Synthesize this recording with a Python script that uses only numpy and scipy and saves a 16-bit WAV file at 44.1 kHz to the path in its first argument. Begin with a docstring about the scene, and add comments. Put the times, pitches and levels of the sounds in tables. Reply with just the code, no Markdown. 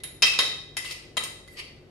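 """Cutlery on crockery at a kitchen counter, a metre and a half from a microphone pair in a tiled room.
An appliance hums throughout. A bowl is already ringing faintly at the start, then comes one light clink.
Each contact clicks, knocks and rings a bowl, a plate, a cup, a glass and the fork in its own measure.
The loudest blows follow at 0.2-0.4 s, with a short scrape. The fork clinks and chatters over the dishes
again near 0.8 s and 1.2 s, then softly around 1.5 s, and the ringing dies away into the hum."""
import sys
import numpy as np
from scipy import signal
from scipy.fft import rfft, irfft, next_fast_len
from scipy.io import wavfile
from scipy.ndimage import map_coordinates

SR = 44100
rng = np.random.default_rng(int(sys.argv[2]) if len(sys.argv) > 2 else 0)


def wrap_up_sound(samples):
    """Save the sound to the file named by the first command line argument, as 16-bit audio."""
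    columns = np.atleast_2d(samples).T
    # keep every value between -1 and 1, then stretch to whole-number steps
    tamed = np.clip(columns, -1, 1)
    steps = np.round(tamed * 32767).astype(np.int16)
    wavfile.write(sys.argv[1], SR, steps)


N = 83790


def amp(db):
    return 10 ** (np.asarray(db) / 20)


def unit(x):
    return x / np.sqrt(np.mean(x ** 2) + 1e-20)


def burst(x):
    """Each channel gets the energy of a hundredth of a second at rms 1."""
    return x * np.sqrt(SR / 100 / np.sum(np.abs(x) ** 2, axis=-1, keepdims=True))


def along(points, hz):
    """Read (f/Hz, value) points at hz on a log frequency axis."""
    f, values = np.transpose(points)
    return np.interp(np.log(hz + 1), np.log(f + 1), values)


def wobble(rate):
    """A smooth random curve, rate knots a second."""
    return map_coordinates(rng.standard_normal(4000), [np.arange(N) * rate / SR])


def coloured(x, points, tilt_db=0):
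    """x through a minimum-phase filter with the given colour and tilt per octave."""
    size = 2048
    hz = np.fft.rfftfreq(size, 1 / SR)
    gain = amp(along(points, hz) + tilt_db * np.log2((hz + 1) / 4000))
    cepstrum = irfft(np.log(gain))
    cepstrum[1:size // 2] *= 2
    cepstrum[size // 2 + 1:] = 0
    impulse = irfft(np.exp(rfft(cepstrum)))
    return signal.fftconvolve(x, impulse[None], axes=1)[:, :x.shape[1]]


def add(out, s, x, pan_db):
    """Mix x into out at time s, pan_db louder on the left than on the right."""
    i = round(s * SR)
    out[:, i:i + x.shape[1]] += x[:, :N - i] * amp([[pan_db / 2], [-pan_db / 2]])


def room_tone():
    """The kitchen's low, steady noise, least alike at the two microphones in the treble."""
    # noise colour (f/Hz, level/dB)
    colour = [(20, -17.5), (35, -13), (50, -5.5), (75, -2.5), (140, -5.5), (220, -10), (380, -6.5),
              (600, -13.5), (1000, -25.5), (2000, -26.5), (5000, -37.5), (10000, -47), (15000, -43.5)]
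    # likeness of left and right (f/Hz, correlation)
    alike = [(50, 0.84), (150, .3), (400, 0.63), (1000, .2), (8000, 0.08)]
    hz = np.fft.rfftfreq(N, 1 / SR)
    angle = np.arccos(along(alike, hz)) / 2
    spectrum = rfft(rng.standard_normal((2, N))) * amp(along(colour, hz))
    mid, side = irfft(spectrum * [np.cos(angle), np.sin(angle)], N)
    return amp(-51.5) * unit(np.array([mid + side, mid - side]))


def appliance_hum():
    """An appliance hums on a few low, slightly unsteady tones."""
    # hum tones (f/Hz, level/dB)
    tones = [(49, -62.5), (100, -62), (145, -61), (362, -64)]
    t = np.arange(N) / SR
    return sum(amp(db) * np.sqrt(2) * np.sin(2 * np.pi * hz * t + .91 * wobble(5.2)) for hz, db in tones)


def kitchen(x):
    """One second of x at the pair: direct sound, nearby counter and cupboards, then the room's tail."""
    # reverberation of the tiled room (f/Hz, t60/s)
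    decay = [(150, 0.85), (800, 0.62), (2500, 0.55), (5000, 0.57), (9000, 0.48), (14000, 0.35)]
    near_db, near_t60_s, tail_db, tail_rise_s = 6, .07, 3.5, .0079
    t = np.arange(SR) / SR
    hz, when, noise = signal.stft(rng.standard_normal((2, SR)), SR, nperseg=256)
    fading = noise * amp(-60 * when / along(decay, hz)[:, None])
    tail = signal.istft(fading, SR, nperseg=256)[1][:, :SR] * (1 - np.exp(-t / tail_rise_s))
    near = rng.standard_normal((2, SR)) ** 3 * amp(-60 * t / near_t60_s) * (t > .001)
    paths = burst(1. * (t == 0)) + amp(near_db) * burst(near) + amp(tail_db) * burst(tail)
    return signal.fftconvolve(np.atleast_2d(x), paths, axes=1)[:, :SR]


def contact(colour, tilt_db=0):
    """Cutlery meets a dish: a crack a few milliseconds long, heard across the room."""
    t60_s, alike = .006, .59
    t = np.arange(SR // 20) / SR
    common = np.sqrt(alike) * rng.standard_normal(len(t))
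    apart = np.sqrt(1 - alike) * rng.standard_normal((2, len(t)))
    crack = (common + apart) * amp(-60 * t / t60_s)
    return burst(coloured(kitchen(crack), colour, tilt_db))


def shares(modes):
    """Each mode's share of an object's ring at the left and right microphone."""
    _, db, _, pan_db = np.transpose(modes)
    gains = amp(db[:, None] + pan_db[:, None] * [.5, -.5])
    return gains * np.sqrt(2) / np.linalg.norm(gains)


def damped_ring(modes):
    """The brief rattle while the fork still touches, damping and blurring each mode."""
    loss_factor = 33.3 / 2640  # bandwidth over pitch
    t = np.arange(SR // 30) / SR
    cycles = np.transpose(modes)[0][:, None] * t
    tones = np.sin(2 * np.pi * cycles) * np.exp(-np.pi * cycles * loss_factor)
    return shares(modes).T @ burst(tones)


def free_ring(modes):
    """An object's modes fading in the room, as complex tones so that each blow can set their phase."""
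    t = np.arange(SR) / SR
    tones = [burst(kitchen(np.exp(2j * np.pi * hz * t) * amp(-60 * t / t60))) for hz, _, t60, _ in modes]
    return np.sqrt(2) * np.array(tones) * shares(modes)[:, :, None]


def clinks():
    """Each blow clicks, knocks and sets the dishes and the fork rattling and ringing."""
    # the bowl's faint opening ring, then the contacts (t/s, click/dB, click tilt/dB per octave,
    # knock/dB, bowl/dB, plate/dB, cup/dB, glass/dB, handle/dB, tines/dB, left-right/dB)
    events = [(.0020, -53.5, 0, -66.5, -48.5, -83, -78, -56, -72, -75, 1),
              (0.0359, -35.5, -4, -47.5, -39.5, -45, -45, -35.5, -39, -28.5, 0),
              (.2220, -27, 6.5, -25, -28, -10.5, -30.5, -17.5, -23.5, -38.5, 0.5),
              (.2305, -16.5, -4.5, -26, -20, -13.5, -20.5, -21, -36, -39.5, -1.5),
              (.3370, -31, -4, -50.5, -45, -27.5, -55, -27, -61, -62, -2),
              (.3890, -20, -2, -21, -22, -25.5, -17.5, -14.5, -26.5, -28.5, -2),
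              (.4020, -36, -13, -25.5, -35, -26.5, -34, -19, -36, -40, 4.5),
              (.4560, -41, 6, -44, -41, -30.5, -41.5, -31.5, -37, -52, -3),
              (.7685, -29, 4, -35, -21.5, -27.5, -38.5, -40, -30, -32, 2),
              (.8465, -47, 4, -41.5, -37.5, -48, -37.5, -42.5, -46, -50.5, 6.5),
              (.9095, -34.5, 1.5, -40, -38, -36, -43, -42.5, -46, -50, -0.5),
              (1.169, -29.5, 3, -27, -28.5, -42, -20.5, -31.5, -31.5, -41.5, 1.5),
              (1.1739, -34, -4, -29, -34, -41, -25.5, -28.5, -30.5, -35.5, 1.5),
              (1.2370, -31.5, 7, -47.5, -44.5, -44.5, -42, -43.5, -30.5, -50, -3),
              (1.4770, -52.5, 7, -57, -42, -62.5, -66.5, -57, -71, -53, 3.5),
              (1.5718, -43.5, -6, -55.5, -52.5, -45.5, -53.5, -59.5, -61.5, -58.5, 2),
              (1.5890, -39.5, -5.5, -47.5, -42, -41, -51, -46, -60, -46.5, -1.5)]
    # modes of the dishes and of the fork's two ends (f/Hz, level/dB, t60/s, left-right/dB)
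    bowl = [(2023, 9.5, 0.22, -7.5), (2000, -6, 0.38, 2), (2660, -10.5, .08, 2), (3270, -13, .15, 2),
            (4500, -14.5, .25, 3.5)]
    plate = [(2470, -4.5, 0.59, 0), (2590, -6.5, 0.095, 1.5), (2605, -7, 0.13, -4.5), (2633, -2, .14, 4),
             (3170, -8, .06, 0), (3150, 1, 0.067, -6), (5226, 4.5, 0.015, 3), (5340, -17, 0.041, 2),
             (5850, -8, .05, 12.5)]
    cup = [(1088, -9.5, 0.025, -3), (1283.4, -8, 0.1, 2.5), (1965, -7, 0.15, -1.5), (3186, 1, 0.12, 2.5),
           (3860, 0, 0.11, 5)]
    glass = [(3210, -14.5, .45, 0), (3725, 1, 0.62, 1.6), (3814, 5, 0.15, -1.5), (3910, -8, .7, 3),
             (4043, -4.5, 0.1, 5), (5245, -15, 0.14, -4)]
    handle = [(6934, 0.5, 0.021, 2), (8380, -1, 0.0091, 7), (8930, 3.5, 0.024, 3.5), (12800, -8.5, .03, -3)]
    tines = [(10300, -0.5, .01, 0), (10900, 6, 0.036, -3.5), (10720, -5, .015, 0)]
    # colours of the sharp click and the dull knock (f/Hz, level/dB)
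    click = [(300, -29), (1500, -11.5), (2400, 1.5), (3400, 3), (4500, 6.5), (5200, 3), (6100, -7),
             (7000, 3.5), (7650, -11.5), (8600, -8), (9700, -5), (11000, -8), (11900, -15.5), (13000, -11),
             (14000, -19.5), (15000, -35)]
    knock = [(70, -34.5), (160, -2), (300, -7), (520, 0.5), (750, -7.5), (1000, -3.5), (1270, -3),
             (1550, -8), (2200, 1), (4500, -4.5), (9000, -41.5)]
    ring_db, spread_db, rattle_db = -4.5, 1, -5.5
    low_cut = signal.butter(2, 681, "high", fs=SR, output="sos")  # the clinks and rings carry no deep bass
    things = [(free_ring(modes), damped_ring(modes)) for modes in (bowl, plate, cup, glass, handle, tines)]
    out = np.zeros((2, N))
    for s, click_db, tilt_db, knock_db, *things_db, pan_db in events:
        ring = rattle = 0
        for (tones, damped), db in zip(things, things_db):
            strength = amp(db + ring_db + spread_db * rng.standard_normal(len(tones)))
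            phase = np.exp(2j * np.pi * rng.random(len(tones)))
            ring = ring + np.tensordot(strength * phase, tones, 1).real
            rattle = rattle + amp(db + rattle_db) * damped
        room_rattle = kitchen(rattle)
        room_rattle *= (np.linalg.norm(rattle, axis=1) / np.linalg.norm(room_rattle, axis=1))[:, None]
        bright = signal.sosfilt(low_cut, ring + room_rattle + amp(click_db) * contact(click, tilt_db))
        add(out, s, bright + amp(knock_db) * contact(knock), pan_db)
    return out


def scrapes():
    """The fork sticks and slips in a quick run of tiny ticks; under pressure the dish squeals."""
    # fork strokes (start/s, peak/s, end/s, rasp/dB, tilt/dB per octave, squeal/dB, squeal/Hz)
    strokes = [(0.247, 0.262, .289, -21, 1.5, -18.5, 2614), (0.824, 0.854, 0.94, -36, 2, -64, 3150),
               (0.873, .920, 0.93, -34.5, 2, -44.5, 2002), (1.236, 1.22, 1.258, -27.5, 5, -52, 3100),
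               (1.483, 1.544, 1.560, -52.5, 9.5, -52, 2025), (1.554, 1.599, 1.6, -32, -2, -39.5, 4560)]
    # colour of the rasp (f/Hz, level/dB)
    colour = [(300, -21), (800, -29.5), (1100, -4.5), (1500, -20), (2000, 0.5), (2700, 7), (3200, 0),
              (3700, -5.5), (4600, -1), (6000, -12), (7600, -13), (8400, -9.5), (10000, -15.5),
              (13300, -17), (14200, -33), (15000, -37.5)]
    slips_per_s, spread_db, waver = 900, 2, .015
    out, t = np.zeros((2, N)), np.arange(SR) / SR
    for start, peak, end, rasp_db, tilt_db, squeal_db, squeal_hz in strokes:
        pressure = np.interp(start + t, [start, peak, end], [0, 1, 0])
        slips = (rng.random(SR) < slips_per_s / SR) * amp(spread_db * rng.standard_normal(SR))
        slips *= np.sign(rng.standard_normal(SR))
        pitch_hz = squeal_hz * (1 + waver * wobble(140)[:SR])
        tone = np.sin(2 * np.pi * np.cumsum(pitch_hz) / SR)
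        rasp = amp(rasp_db) * unit(coloured(kitchen(slips * pressure), colour, tilt_db))
        squeal = amp(squeal_db) * unit(kitchen(tone * pressure))
        add(out, start, (rasp + squeal) * np.sqrt(np.mean(pressure ** 2)), pan_db=1)
    return out


def scene():
    """Clinks and scrapes at the counter, over room tone and hum that sit a little to the left."""
    return clinks() + scrapes() + (room_tone() + appliance_hum()) * amp([[.7], [-.7]])


def record(dry):
    """The two close microphones hear nearly the same bass, roll off the top and lean slightly left."""
    # treble response of the pair (f/Hz, gain/dB)
    response = [(11200, -0.5), (11900, -5.5), (13100, -1.5), (14000, -10.5), (15000, -11)]
    bass_mono_hz, top_hz = 450, 15100
    size = next_fast_len(N + SR // 4)
    hz = np.fft.rfftfreq(size, 1 / SR)
    spectrum = rfft(dry, size) * amp(along(response, hz)) * (hz < top_hz)
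    mid = spectrum.mean(axis=0)
    width = np.sqrt((hz ** 2 + .12 * bass_mono_hz ** 2) / (hz ** 2 + bass_mono_hz ** 2))
    return irfft(mid + (spectrum - mid) * width, size)[:, :N] * amp([[.4], [-.4]])


dry = scene()
out = record(dry)
wrap_up_sound(out)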